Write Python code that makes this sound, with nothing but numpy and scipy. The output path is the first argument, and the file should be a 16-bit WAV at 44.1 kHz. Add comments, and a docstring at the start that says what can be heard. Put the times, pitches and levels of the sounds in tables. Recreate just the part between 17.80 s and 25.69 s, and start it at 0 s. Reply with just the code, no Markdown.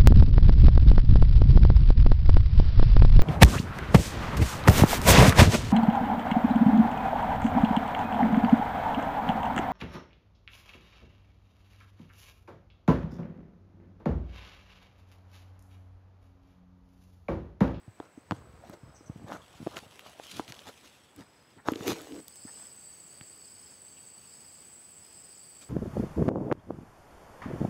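"""Handling noise in a cicada orchard

Cicadas drone shrilly by buckling their ribs; crickets chirp and trill with their wings; birds peep.
A hand shifts on the camera: its impacts knock the case, and stick-slip friction scuffs and hisses.
It shades the microphone until it lets go after four seconds and the insects come through fully."""
import sys
import numpy as np
from scipy import signal
from scipy.fft import rfft, irfft, next_fast_len
from scipy.io import wavfile
from scipy.ndimage import uniform_filter1d

SR = 44100
rng = np.random.default_rng(int(sys.argv[2]) if len(sys.argv) > 2 else 0)


def generate_wav(sig):
    """Save sig (samples, or channels by samples) to the path in sys.argv[1] as 16-bit PCM at SR."""
    pcm = np.round(np.clip(np.atleast_2d(sig).T, -1, 1) * 32767).astype(np.int16)
    wavfile.write(sys.argv[1], SR, pcm)


N = 347949
TIME = np.arange(N) / SR


def amp(db):
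    """Amplitude ratio of a level in decibels."""
    return 10 ** (np.asarray(db) / 20)


def unit(x):
    """Normalisation to rms 1."""
    return x / np.sqrt(np.mean(abs(x) ** 2) + 1e-20)


def curve(rows):
    """Linear interpolation of (time, value) rows at every sample."""
    return np.interp(TIME, *np.transpose(rows))


def gate(start, end, ramp):
    """Trapezoidal envelope between two times."""
    return np.clip(np.minimum(TIME - start, end - TIME) / ramp, 0, 1)


def add(mix, s, sound):
    """Superposition of a sound at time s."""
    part = mix[max(round(s * SR), 0):][:len(sound)]
    part += sound[:len(part)]


def noise(size=N):
    """Gaussian white noise."""
    return rng.standard_normal(size)


def colour(x, points):
    """Spectral shaping through (frequency, level) points; rms 1."""
    hz, db = np.transpose(sorted(points))
    size = next_fast_len(len(x))
    gain = amp(np.interp(np.log(np.fft.rfftfreq(size, 1 / SR) + 1), np.log(hz), db))
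    return unit(irfft(rfft(x, size) * gain, size)[:len(x)])


def drift(rate):
    """Random modulation through `rate` values a second; rms 1."""
    return unit(np.interp(TIME * rate, np.arange(2 ** 14), noise(2 ** 14)))


def ring(x, hz, width):
    """Double-pole resonance that may follow a pitch curve; rms 1."""
    phasor = np.exp(2j * np.pi * np.cumsum(hz * np.ones(len(x))) / SR)
    pole = np.exp(-np.pi * width / SR)
    return unit((phasor * signal.lfilter([1], [1, -2 * pole, pole * pole], x / phasor)).real)


def trees(x, t60=0.76, wet_db=-7):
    """Scattering from trunks and leaves adds an exponentially decaying tail."""
    t = np.arange(SR // 2) / SR
    tail = noise(len(t)) * amp(-60 * t / t60)
    return x + amp(wet_db) * signal.fftconvolve(x, tail / np.linalg.norm(tail))[:N]


# air spectra, microphone shaded and free: (frequency [Hz], relative level [dB])
SHADED_AIR_SPECTRUM = [(25, -23), (80, -1), (200, -4.5), (500, -6.5), (1400, -11), (2200, -14), (3200, -21),
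                       (5500, -24.5), (9000, -32), (15500, -34.5)]
FREE_AIR_SPECTRUM = [(25, -9), (90, 2.5), (350, -0.5), (700, -4), (1600, -8), (3000, -8.5), (3900, -14),
                     (6200, -13), (10000, -14), (12500, -23.5), (15500, -14)]
def air():
    """Ambient noise brightens in an equal-power crossfade as the hand's acoustic shadow lifts."""
    uncovered = np.clip((TIME - 3.9) / .45, 0, 1)
    shaded = amp(-62.5) * colour(noise(), SHADED_AIR_SPECTRUM)
    free = amp(-59.5) * colour(noise(), FREE_AIR_SPECTRUM)
    return (np.sqrt(1 - uncovered) * shaded + np.sqrt(uncovered) * free) * amp(0.39 * drift(12))


# bird notes: (time [s], duration [s], start pitch [Hz], end pitch [Hz], level [dB])
BIRD_NOTES = [(.36, 0.041, 6300, 6100, -74), (1.135, 0.072, 6300, 5630, -59),
              (1.25, 0.047, 6300, 5700, -60), (4.71, 0.033, 6940, 6400, -60),
              (6.156, 0.045, 3050, 2660, -62), (6.406, .07, 2750, 2570, -67),
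              (7.427, 0.037, 7500, 7150, -59), (7.54, 0.045, 7450, 7100, -58)]
def bird_peeps(width_hz=520):
    """Each thin peep is a downward glide of narrow-band noise."""
    out = np.zeros(N)
    for s, length, start_hz, end_hz, db in BIRD_NOTES:
        size = int(length * SR)
        glide = np.linspace(start_hz, end_hz, size)
        add(out, s, amp(db) * np.hanning(size) * ring(noise(size), glide, width_hz))
    return out


def far_insect(pitch_hz=6520, pulse_hz=6.35, fade_db_per_s=7):
    """Amplitude modulation of a noise band: a distant insect pulses and fades near the end."""
    pulses = np.clip(1.5 + 2 * np.cos(2 * np.pi * pulse_hz * (TIME - 6.11)), 0, 1)
    level = amp(-72 - fade_db_per_s * np.maximum(TIME - 6.55, 0))
    return level * pulses * ring(noise(), pitch_hz + 60 * drift(2.8), width=260)


# band of the lower cicada: (frequency [Hz], relative level [dB])
RASP_SPECTRUM = [(3900, -41), (4300, -9.5), (4580, 0.5), (4800, -2), (5000, 1.5), (5400, -20)]
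def low_cicada(swell_db=2.5, period_s=1.0, crest_s=5.59):
    """Fast random modulation roughens a noise band; slow periodic modulation makes it swell."""
    swell = np.cos(2 * np.pi * (TIME - crest_s) / period_s)
    return amp(-67.5 + swell_db * swell) * colour(noise() * amp(1.8 * drift(90)), RASP_SPECTRUM)


# trains of wing strokes: (start [s], end [s], pitch [Hz], relative level [dB])
CRICKET_TRILLS = [(0.965, 1.26, 5110, -69), (2.692, 3.096, 5160, -68), (3.338, 3.767, 5050, -67),
                  (4.51, 4.95, 5140, -68.5), (5, 6.55, 4590, -69.5), (5.55, 6, 5130, -68),
                  (6.47, 6.724, 5150, -70.5), (7.2, 7.615, 5100, -67.5), (7.493, 7.9, 4630, -69.5)]
def cricket_trills(stroke_hz=27, waver_hz=30):
    """Stridulation: each wing stroke pulses a tone of wavering pitch."""
    strokes = np.clip(1 + np.cos(2 * np.pi * stroke_hz * (TIME - 3.425)), .45, 1.4)
    out, waver, blur = np.zeros(N), waver_hz * drift(130), 0.33 * drift(300)
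    for start, end, hz, db in CRICKET_TRILLS:
        tone = np.sin(2 * np.pi * np.cumsum(hz + waver) / SR)
        out += amp(db) * gate(start, end, .04) * unit(strokes * (1 + blur) * tone)
    return out


def cricket_chirps(top_hz=7605, hold_s=0.028, period_s=.2125, gap_s=.051):
    """Stridulation in pairs of wing closures: each note holds, then drops as the wings slow."""
    out, t = np.zeros(N), np.arange(int(0.058 * SR)) / SR
    sag = .5 + .5 * np.tanh((t - hold_s) / 0.0034)
    envelope = signal.windows.tukey(len(t), .5) * amp(-9 * sag)
    for onset in .093 + period_s * np.arange(37):
        for s in (onset, onset + gap_s):
            hz = top_hz + rng.normal(0, 14) - rng.uniform(140, 320) * sag
            tone = np.sin(2 * np.pi * np.cumsum(hz) / SR)
            add(out, s, tone * envelope * amp(rng.normal(-56, 0.82)))
    return out * (1 + 0.23 * drift(220))


# cicada sound organ and highest insects: (frequency [Hz], relative level [dB])
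TYMBAL_SPECTRUM = [(6900, -35), (7400, -23), (7800, -12.5), (7890, 1.5), (7975, -3), (8050, -3.5),
                   (8140, -13.5), (8220, -12.5), (8350, -10.5), (8800, -17), (9300, -33), (11000, -51),
                   (12500, -68)]
SIZZLE_SPECTRUM = [(11500, -33), (13400, 6), (15200, 5), (16000, 11)]
# whines around the drone's pitch: (offset [Hz], relative level [dB], bandwidth [Hz])
DRONE_WHINES = [(0.5, -63, 20), (-204, -67.5, 17), (-72, -67, 21), (137, -60.5, 28)]
def cicadas(burst_hz=63.5, drone_hz=7977, throb_hz=22):
    """Buckling ribs excite the nearest cicada's resonance in bursts; far ones blur into a wash."""
    cycles = np.cumsum(burst_hz * (1 + 0.0024 * drift(3.9))) / SR
    bursts = .45 + np.exp(-(cycles % 1) / .17)
    buzz = colour(noise() * bursts * amp(0.05 * drift(70)), TYMBAL_SPECTRUM)
    whine = sum(amp(db) * ring(noise(), drone_hz + offset, width) for offset, db, width in DRONE_WHINES)
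    sizzle = colour(noise(), SIZZLE_SPECTRUM) * (1 + 0.33 * np.sin(2 * np.pi * throb_hz * TIME))
    return amp(-58) * buzz + amp(-68) * sizzle + whine


# modes of the held case and its hollow shell: (frequency [Hz], bandwidth [Hz], relative gain [dB])
CASE_MODES = [(105, 22, 2.5), (305, 80, 6.5), (450, 97, 7.5)]
SHELL_MODES = [(670, 350, -6.5), (988, 22, -9), (1245, 79, -17.5), (1590, 260, -8), (3150, 950, 1.5)]
def resonate(force, modes, direct=0.38):
    """Modal response: a force is heard directly and through parallel resonances."""
    ringing = sum(amp(db) * signal.lfilter(*signal.iirpeak(hz, hz / width, SR), force)
                  for hz, width, db in modes)
    return direct * force + .5 * ringing


def slips(per_s, spread_db, smooth):
    """Stick-slip friction: random impulses of uneven size over a smooth rub; rms 1."""
    sizes = amp(spread_db * np.minimum(rng.exponential(1, N), 4))
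    impulses = noise() * sizes * (rng.random(N) < per_s / SR)
    return unit(unit(impulses) + smooth * noise())


def patchy(x, depth_db=3.0):
    """Time-varying filtering: the changing contact favours different bands in turn; rms 1."""
    spectra = signal.stft(x, nperseg=1024, noverlap=768)[2]
    patches = uniform_filter1d(noise(spectra.shape), size=7, axis=0)
    patches = uniform_filter1d(patches, size=7, axis=1)
    return unit(signal.istft(spectra * amp(depth_db * unit(patches)), nperseg=1024, noverlap=768)[1][:N])


def press(t, half):
    """A finger's contact pressure rises and falls in a bell around t = 0."""
    return np.exp(-.5 * abs(t / half) ** 2.2) * (abs(t) < 4 * half)


def judder(hz, size=N):
    """Forced vibration: skin catches at an uneven rate and shakes the case; rms 1."""
    return unit(resonate(ring(noise(size), hz, 0.86 * hz), CASE_MODES))


# creaks of the grip: (time [s], level [dB])
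GRIP_CREAKS = [(3.4, -57.5), (3.775, -56.5), (4.666, -53.5)]
# their resonances: (frequency [Hz], bandwidth [Hz], relative level [dB])
CREAK_RESONANCES = [(860, 220, 2), (1350, 150, -3), (1810, 520, 0.5)]
def creaks(length_s=0.039):
    """Friction excites the shell's resonances as the grip gives a little."""
    out, size = np.zeros(N), int(length_s * SR)
    for s, db in GRIP_CREAKS:
        tone = sum(amp(mode_db) * ring(noise(size), hz, width) for hz, width, mode_db in CREAK_RESONANCES)
        add(out, s, amp(db) * unit(tone) * signal.windows.tukey(size, .7))
    return out


# finger judders: (centre [s], half duration [s], level [dB], pitch [Hz])
FINGER_JUDDERS = [(0.56, 0.07, -53, 113), (1.085, 0.018, -53.5, 129), (1.419, 0.04, -49.5, 140),
                  (2.572, 0.032, -49, 168), (2.699, 0.013, -47.5, 153), (3.399, 0.02, -47, 187),
                  (3.779, 0.0099, -54, 200), (4.11, .02, -36.5, 186), (4.358, .035, -42.5, 266)]
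def grips():
    """Static friction gives way: a gripping finger slips in one short judder."""
    out = np.zeros(N)
    for s, half, db, hz in FINGER_JUDDERS:
        reach = 3 * half
        size = int(2 * reach * SR)
        pressure = press(np.linspace(-reach, reach, size), half)
        pressure_rms = np.sqrt(np.mean(pressure ** 2))
        add(out, s - reach, amp(db) * pressure_rms * unit(pressure * judder(hz, size)))
    return out


# speed of the hand's slide, as the level of its hiss: (time [s], level [dB])
SLIDE_LEVEL = [(.55, -82), (1.3, -75.5), (1.85, -60.5), (2.37, -60.5), (2.47, -49.5), (2.6, -49.5),
               (2.65, -58), (3.15, -62.5), (3.3, -69), (3.8, -74)]
# slow sliding: (frequency [Hz], relative level [dB])
HISS_SPECTRUM = [(800, -26), (2100, -8), (2700, -3.5), (3350, -1.5), (4300, -8.5), (6500, -10.5),
                 (8500, -18), (10200, -13.5), (12500, -19.5), (15500, -27)]
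def slide_hiss(catches_per_s=16, catch_t60=0.031):
    """Sliding friction hisses at the microphone port and crackles where ridges of skin catch."""
    sliding = gate(SLIDE_LEVEL[0][0], SLIDE_LEVEL[-1][0], 0.03)
    level = amp(curve(SLIDE_LEVEL) + 1.8 * drift(40))
    hiss = patchy(colour(slips(1500, 3.4, 1.0), HISS_SPECTRUM))
    catches = rng.uniform(.2, 1, N) * (rng.random(N) < catches_per_s / SR)
    bursts = signal.lfilter([1], [1, -amp(-60 / (catch_t60 * SR))], catches)
    crackle = colour(bursts * noise(), HISS_SPECTRUM)
    return sliding * level * (hiss + amp(-6.5) * crackle)


# scuffs of skin: (centre [s], half duration [s], level [dB], brightness [dB])
SKIN_SCUFFS = [(0.232, 0.036, -58, -12.5), (0.556, 0.039, -59, -6.5), (0.89, 0.045, -57, -9),
               (0.939, 0.0061, -48.5, -12), (1.481, 0.0092, -48.5, -14), (1.535, 0.029, -42.5, -12.5),
               (1.82, .008, -61, -5), (1.939, .021, -52, -12), (1.976, 0.012, -46.5, -0.5),
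               (2.271, 0.015, -54, -3), (2.582, 0.019, -59.5, 9), (2.697, 0.011, -66.5, 18),
               (2.886, 0.015, -48.5, -4), (3.052, 0.014, -60.5, 2), (3.402, .021, -59, -1.5),
               (3.878, .017, -43, -11.5), (4.807, 0.066, -61, -1), (7.828, .012, -62, 7.5)]
# last drag, as the hand leaves the microphone: (time [s], level [dB])
DRAG_LEVEL = [(3.87, -54), (3.96, -55.5), (4.03, -49.5), (4.06, -46), (4.075, -36), (4.12, -36.5),
              (4.14, -49.5), (4.3, -57.5), (4.41, -59)]
# low scrape, fizz and high spray of rubbing skin: (frequency [Hz], relative level [dB])
SCRAPE_SPECTRUM = [(100, -5), (400, 4), (750, 3), (1300, 1), (2200, -16), (4500, -65), (9000, -47),
                   (15500, -64)]
FIZZ_SPECTRUM = [(700, -26), (1500, 4), (3500, 5), (5000, 1), (6800, 2), (8500, -15.5), (12500, -13),
                 (15500, -33)]
SPRAY_SPECTRUM = [(5000, -25), (8500, -4), (12500, 0), (15500, -10)]
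def rubbing(ease_s=2.1, brush_s=2.95, spray_exponent=1.12):
    """Stick-slip friction of skin drives a low judder in the case and a scrape in the shell."""
    start, slide_db = SLIDE_LEVEL[0][0], curve(SLIDE_LEVEL)
    # the palm bears down, eases, and at last only brushes the shell
    palm = amp(-58) * gate(start, ease_s, .064) + amp(-71) * gate(ease_s, brush_s, .3)
    slide = gate(start, brush_s, 0.072) * amp(-58.5 + 0.17 * (slide_db - slide_db.max()))
    drag = amp(curve(DRAG_LEVEL)) * gate(DRAG_LEVEL[0][0], DRAG_LEVEL[-1][0], 0.0064)
    scuffs, treble = np.zeros(N), amp(-1) * drag
    for s, half, db, bright_db in SKIN_SCUFFS:
        scuff = amp(db) * press(TIME - s, half)
        scuffs += scuff
        treble += amp(bright_db) * scuff
    rumble = palm * ring(slips(67, 3.5, 0.32), hz=79, width=105)
    rumble += amp(-6) * scuffs * judder(hz=197) + amp(5.5) * drag * judder(hz=335)
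    scrape = patchy(resonate(colour(slips(900, 2.4, 0.63), SCRAPE_SPECTRUM), SHELL_MODES))
    fizz = patchy(colour(slips(2600, 4.7, 1.0), FIZZ_SPECTRUM))
    # the spray grows slightly faster than the fizz: bright scuffs and the last drag hiss at the top
    top_octave = amp(-46.5) * (treble / treble.max()) ** spray_exponent
    spray = colour(slips(3300, 3.2, 0.45), SPRAY_SPECTRUM)
    return rumble + (slide + scuffs + drag) * scrape + treble * fizz + top_octave * spray


# dry ticks at the microphone port: (time [s], peak level [dB])
PORT_TICKS = [(.897, -37.5), (2.195, -40), (2.7225, -38), (3.363, -37.5), (3.919, -30), (3.957, -45),
              (4.0795, -21), (4.131, -38), (4.217, -29.5), (4.482, -30), (4.558, -36)]
def ticks(t60=0.0038):
    """A brief transient has a broad spectrum; high-pass filtering leaves a bright crack."""
    out, t = np.zeros(N), np.arange(SR // 100) / SR
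    for s, db in PORT_TICKS:
        crack = signal.lfilter([1, -1], [1, -0.75], noise(len(t)) * amp(-60 * t / t60))
        add(out, s, amp(db) * crack / abs(crack).max())
    return out


# finger pad bumps and fingernail clicks: (time [s], drive level [dB], pitch [Hz])
PAD_BUMPS = [(.079, -31.5, 127), (0.376, -32.5, 248), (.737, -39, 112), (1.033, -33, 134),
             (1.208, -40, 308), (1.297, -22.5, 153), (1.359, -31, 168), (1.443, -30.5, 147),
             (1.802, -30, 195), (1.815, -32, 201), (1.827, -28, 178), (2.025, -41, 200), (2.063, -41, 150),
             (4.651, -31.5, 211)]
NAIL_CLICKS = [(.853, -46, 1090), (1.5207, -20.5, 1000), (1.969, -19.5, 2530), (2.1939, -28.5, 2380),
               (2.68, -30, 3100), (2.7226, -22.5, 4900), (2.792, -28, 3170)]
# hard knocks: (time [s], thump drive [dB], thump pitch [Hz], snap drive [dB], snap pitch [Hz])
HARD_KNOCKS = [(.201, -26, 352, -23, 840), (0.5104, -20.5, 219, -12.5, 1160),
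               (0.5203, -16.5, 169, -15.5, 910), (.527, -27, 300, -42, 730), (.897, -32, 182, -33, 860),
               (1.865, -24, 286, -26, 565), (1.871, -21, 337, -14, 475), (2.398, -17.5, 800, -31.5, 1510),
               (2.596, -21.5, 334, -15.5, 860), (3.8858, -15, 337, -5.5, 1030),
               (3.92, -16.5, 274, -39, 2500), (3.9359, -27, 300, -25, 2200), (3.958, -24, 340, -27, 4660),
               (4.008, -25.5, 181, -28, 1340), (4.0801, -20.5, 313, -16, 3220),
               (4.322, -28.5, 288, -34, 2800), (5.411, -37, 152, -31.5, 2020)]
def knocks(rise_s=0.0011, thump_cycles=4.9, snap_cycles=3, pad_snap_hz=560):
    """Impacts excite damped vibration: pads mostly thump the case, nails snap the shell, knocks do both."""
    thumps, snaps, t = np.zeros(N), np.zeros(N), np.arange(SR // 8) / SR
    for s, db, hz, *_ in list(PAD_BUMPS) + list(HARD_KNOCKS):
        # decay is counted in cycles, so low thumps ring longer
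        envelope = amp(-60 * hz * t / thump_cycles) * (1 - np.exp(-t / rise_s))
        add(thumps, s, amp(db + 4.5) * envelope * np.sin(2 * np.pi * hz * t))
    soft = [(s, db - 12.5, pad_snap_hz) for s, db, _ in PAD_BUMPS]
    hard = [(s, db, hz) for s, _, _, db, hz in HARD_KNOCKS]
    for s, db, hz in soft + hard + list(NAIL_CLICKS):
        cycles = t * hz
        snap = np.sin(2 * np.pi * cycles) * np.sqrt(cycles) * amp(-60 * cycles / snap_cycles)
        hardness = (hz / 4000) ** 0.96
        grit = 0.26 * hardness * colour(noise(len(t)), FIZZ_SPECTRUM) * amp(-60 * t / 0.009)
        rattle = colour(noise(len(t)), SCRAPE_SPECTRUM) * amp(-30 - 60 * t / 0.11)
        add(snaps, s, amp(db) * (snap / abs(snap).max() + grit + rattle))
    return resonate(thumps, CASE_MODES) + resonate(snaps, SHELL_MODES, direct=0.57)


def scene(let_go_s=3.85, uncover_s=0.79):
    """Superposition of air, birds, handling noise and insects in the hand's acoustic shadow."""
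    shade_db = np.interp(TIME, [let_go_s, let_go_s + uncover_s], [-18, 1.4])
    surge_db = 3 * np.exp(-.5 * ((TIME - 4.75) / 0.28) ** 2)  # the chorus surges once
    insects = (cicadas() + far_insect() + low_cicada()) * amp(shade_db)
    insects += cricket_trills() * amp(0.4 * shade_db)  # lower in pitch, so less shaded
    insects += trees(cricket_chirps(), t60=0.26, wet_db=-3.5) * amp(1.06 * shade_db)
    handling = knocks() + rubbing() + slide_hiss() + grips() + creaks() + ticks()
    return (air() + trees(bird_peeps()) + insects * amp(surge_db) + handling)[None]


def record(dry, bass_hz=58, edge_hz=15750):
    """Band limiting: the microphone's bass roll-off, then a steep low-pass filter."""
    thin = signal.sosfilt(signal.butter(3, bass_hz, "high", fs=SR, output="sos"), dry)
    lowpass = signal.firwin(511, edge_hz, window=("kaiser", 9), fs=SR)
    return signal.oaconvolve(thin, lowpass[None], "same")


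dry = scene()
out = record(dry)
generate_wav(out)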